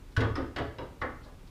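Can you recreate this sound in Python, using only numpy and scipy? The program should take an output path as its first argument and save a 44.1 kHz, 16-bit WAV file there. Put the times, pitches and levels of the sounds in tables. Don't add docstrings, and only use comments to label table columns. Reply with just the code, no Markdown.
import sys
import numpy as np
from scipy import signal
from scipy.fft import rfft, irfft, next_fast_len
from scipy.io import wavfile

SR = 44100
rng = np.random.default_rng(int(sys.argv[2]) if len(sys.argv) > 2 else 0)


def transcribe(signal):
    frames = np.atleast_2d(signal).T
    limited = np.clip(frames, -1, 1)
    pcm = np.round(limited * 32767).astype(np.int16)
    wavfile.write(sys.argv[1], SR, pcm)


N = 66150
T = np.arange(int(.8 * SR)) / SR
TOP_HZ = 15300


BAND_HZ = [90, 450, 1400, 3300, 8000]
# (time [s], thump [dB], body [dB], clank [dB], clink [dB], edge [dB],
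# favoured resonance [Hz], its lift [dB])
CONTACTS = [ (0.1646, -27, -28.5, -27, -26.5, -43, 1480, 17),
            (0.1750, -0.5, -16, -30.5, -39, -73, 268, 9.5), (0.2049, -9.5, -13, -23, -28.5, -50, 4100, 3),
            (0.2200, -10, -26.5, -20.5, -47, -70, 2300, 12),
            (0.354, -14, -24, -22.5, -34.5, -51.5, 5130, 9),
            (0.377, -10, -15.5, -34.5, -38.5, -81, 290, 4.5),
            (0.5610, -21, -22, -22.5, -29.5, -49.5, 2950, 5.5),
            (0.584, -23, -14.5, -30, -30, -53.5, 1790, 9.5), (0.6000, -10.5, -26, -41, -59, -64, 129.4, 18),
            (0.6210, -19, -30.5, -40.5, -58, -80, 550, 16),
            (0.7841, -17.5, -23.5, -30.5, -40, -61, 943, 17.5),
            (0.8000, -22.5, -27.5, -39.5, -63, -84, 430, 12.5),
            (1.0151, -20.5, -22.5, -23.5, -38, -59, 1144, 12),
            (1.0184, -17, -17, -24, -45.5, -72, 2040, 16.5),
            (1.259, -27.5, -36, -44, -78.5, -67.5, 514, -2), ]

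def motor_knocks():
    out = np.zeros(N)
    for s, *bands_db, favoured_hz, lift_db in CONTACTS:
        crack, clink = contact_crack(), plate_clink()
        direct = near_echoes(crack) + clink
        tail = workshop_reverb(crack + amp(-5) * clink) + frame_ring()
        colour = [*zip(BAND_HZ, bands_db), (TOP_HZ, bands_db[-1] - 15)]
        lift = lambda hz: lift_db * bell(hz, favoured_hz, octaves=0.13)
        add(out, s, coloured(direct, lambda hz: along(colour, hz) + lift(hz)))
        add(out, s, coloured(tail, lambda hz: along(colour, hz) + 0.71 * lift(hz)))
    return out


# (frequency [Hz], level [dB])
CRACK_SPECTRUM = [(25, -15.5), (70, -13.5), (130, -13), (190, -14), (260, -3), (500, 0), (880, -1.5),
                  (1200, 0.5), (1650, 4.5), (2450, -2.5), (3200, 2), (4500, 2), (6200, -1), (9000, -1.5)]

def contact_crack():
    burst = rng.standard_normal(len(T)) * fade(t60=0.06) * rise(s=0.0012)
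    return coloured(burst, lambda hz: along(CRACK_SPECTRUM, hz))


# (frequency [Hz], level [dB], t60 [s])
PLATE_MODES = [(91.3, -21.5, 0.048), (1136, -17.5, 0.057), (1222, -18, 0.075), (1482.5, -15.5, 0.059),
               (1653, -20, 0.057), (2028, -10.5, 0.035), (2700, -19, 0.031), (2939, -15, 0.054),
               (3257, -24, 0.051), (3870, -7, 0.038), (4120, -14, .03), (4740, -23, 0.053),
               (5160, -5.5, .045), (5520, -13, 0.032), (7070, -20, 0.066), (9540, -9.5, .035)]

def plate_clink():
    return ring(PLATE_MODES, scatter_db=4.0) * rise(s=0.00099)


FRAME_MODE_HZ = [73.2, 108, 136, 262, 341, 413, 453, 523, 580, 678, 775, 899, 1007, 1133, 1285, 1469, 1877,
                 2014, 2090, 2186, 2326]
FRAME_MODE_DB = [-25.5, -25.5, -31, -28, -27, -25.5, -25.5, -24.5, -27, -29.5, -33, -33.5, -33, -30, -26.5,
                 -30, -36, -27, -37, -37.5, -33.5]
# (frequency [Hz], t60 [s])
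FRAME_DECAY = [(73, 0.68), (108, 0.57), (136, 0.35), (262, 0.51), (350, 0.32), (900, 0.42), (1250, 0.52),
               (2200, 0.6)]

def frame_ring():
    modes = [(hz, db, along(FRAME_DECAY, hz)) for hz, db in zip(FRAME_MODE_HZ, FRAME_MODE_DB)]
    return ring(modes, scatter_db=3.0) * rise(s=0.0031)


# (time [s], length [s], level [dB])
SCUFFS = [(0.116, .03, -66), (1.011, 0.036, -54.5), (1.227, 0.069, -62), (1.470, .03, -62)]
# (frequency [Hz], relative level [dB])
SCUFF_SPECTRUM = [(300, -10), (1200, -2), (2500, -18), (4000, 0), (5200, -7), (7000, -19), (15000, -42)]

def belt_scuffs():
    out = np.zeros(N)
    for s, length, db in SCUFFS:
        age = 4 * T / length
        swell = age * np.exp(1 - age)
        add(out, s, amp(db) * swell * noise(SCUFF_SPECTRUM)[:len(T)])
    return out


# (delay [s], level [dB])
REFLECTIONS = [(.0032, -6), (.0055, -10.5), (.0088, -11)]

def near_echoes(x):
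    out = x.copy()
    for delay, db in REFLECTIONS:
        add(out, delay * np.exp(.08 * rng.standard_normal()), amp(db) * x)
    return out


# (frequency [Hz], t60 [s])
ROOM_DECAY = [(100, 0.58), (300, 0.42), (800, 0.41), (2000, 0.41), (5000, 0.4), (12000, 0.39)]
# (frequency [Hz], build-up time [s])
ROOM_BUILD = [(100, 0.01), (450, 0.006), (1500, 0.0056), (5000, 0.0065)]
# (frequency [Hz], level over the direct sound [dB])
ROOM_LEVEL = [(100, 10.5), (450, 12.5), (1400, 6.5), (3300, 2), (8000, -2.5)]

def workshop_reverb(x):
    hz, t, bands = signal.stft(rng.standard_normal(len(T)), SR, nperseg=256)
    hz = hz[:, None]
    t60, build = along(ROOM_DECAY, hz), along(ROOM_BUILD, hz)
    envelope = np.exp(-np.log(1000) * t / t60) * (1 - np.exp(-t / build))
    unit_energy = np.sqrt(2 * np.log(1000) / (t60 * SR))
    bands = bands * envelope * unit_energy * amp(along(ROOM_LEVEL, hz))
    _, response = signal.istft(bands, SR, nperseg=256)
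    return signal.fftconvolve(x, response)[:len(T)]


# (frequency [Hz], relative level [dB])
ROOM_TONE_SPECTRUM = [(15, -58), (25, 8), (86, -5), (131, -5), (196, -12.5), (264, -10), (301, -14),
                      (344, -15.5), (404, -16), (673, -23.5), (811, -24), (1030, -25.5), (1240, -27),
                      (2780, -31.5), (15000, -45)]

def room_tone():
    return amp(-49.5) * noise(ROOM_TONE_SPECTRUM)


def amp(db):
    return 10 ** (np.asarray(db) / 20)


def along(points, hz):
    freqs, values = np.transpose(points)
    return np.interp(np.log(hz + 1), np.log(freqs + 1), values)


def bell(hz, centre_hz, octaves):
    return np.exp(-.5 * (np.log2((hz + 1) / centre_hz) / octaves) ** 2)


def fade(t60):
    return np.exp(-np.log(1000) * T / t60)


def rise(s):
    return 1 - np.exp(-T / s)


def ring(modes, scatter_db):
    return sum(amp(db + scatter_db * rng.standard_normal()) * fade(t60) * np.sin(2 * np.pi * hz * T)
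               for hz, db, t60 in modes)


def coloured(x, db_of_hz):
    m = 2 * next_fast_len(len(x))
    cepstrum = irfft(np.log(amp(db_of_hz(np.fft.rfftfreq(m, 1 / SR)))), m)
    cepstrum[1:m // 2] *= 2
    cepstrum[m // 2 + 1:] = 0
    return irfft(rfft(x, m) * np.exp(rfft(cepstrum)), m)[:len(x)]


def noise(spectrum):
    gain = amp(along(spectrum, np.fft.rfftfreq(N, 1 / SR)))
    x = irfft(rfft(rng.standard_normal(N)) * gain, N)
    return x / x.std()


def add(out, s, x):
    part = out[round(s * SR):][:len(x)]
    part += x[:len(part)]


def scene():
    return (motor_knocks() + belt_scuffs() + room_tone())[None]


def record(dry):
    m = next_fast_len(N + SR // 2)
    passband = np.fft.rfftfreq(m, 1 / SR) < TOP_HZ
    return irfft(rfft(dry, m) * passband, m)[:, :N]


dry = scene()
out = record(dry)
transcribe(out)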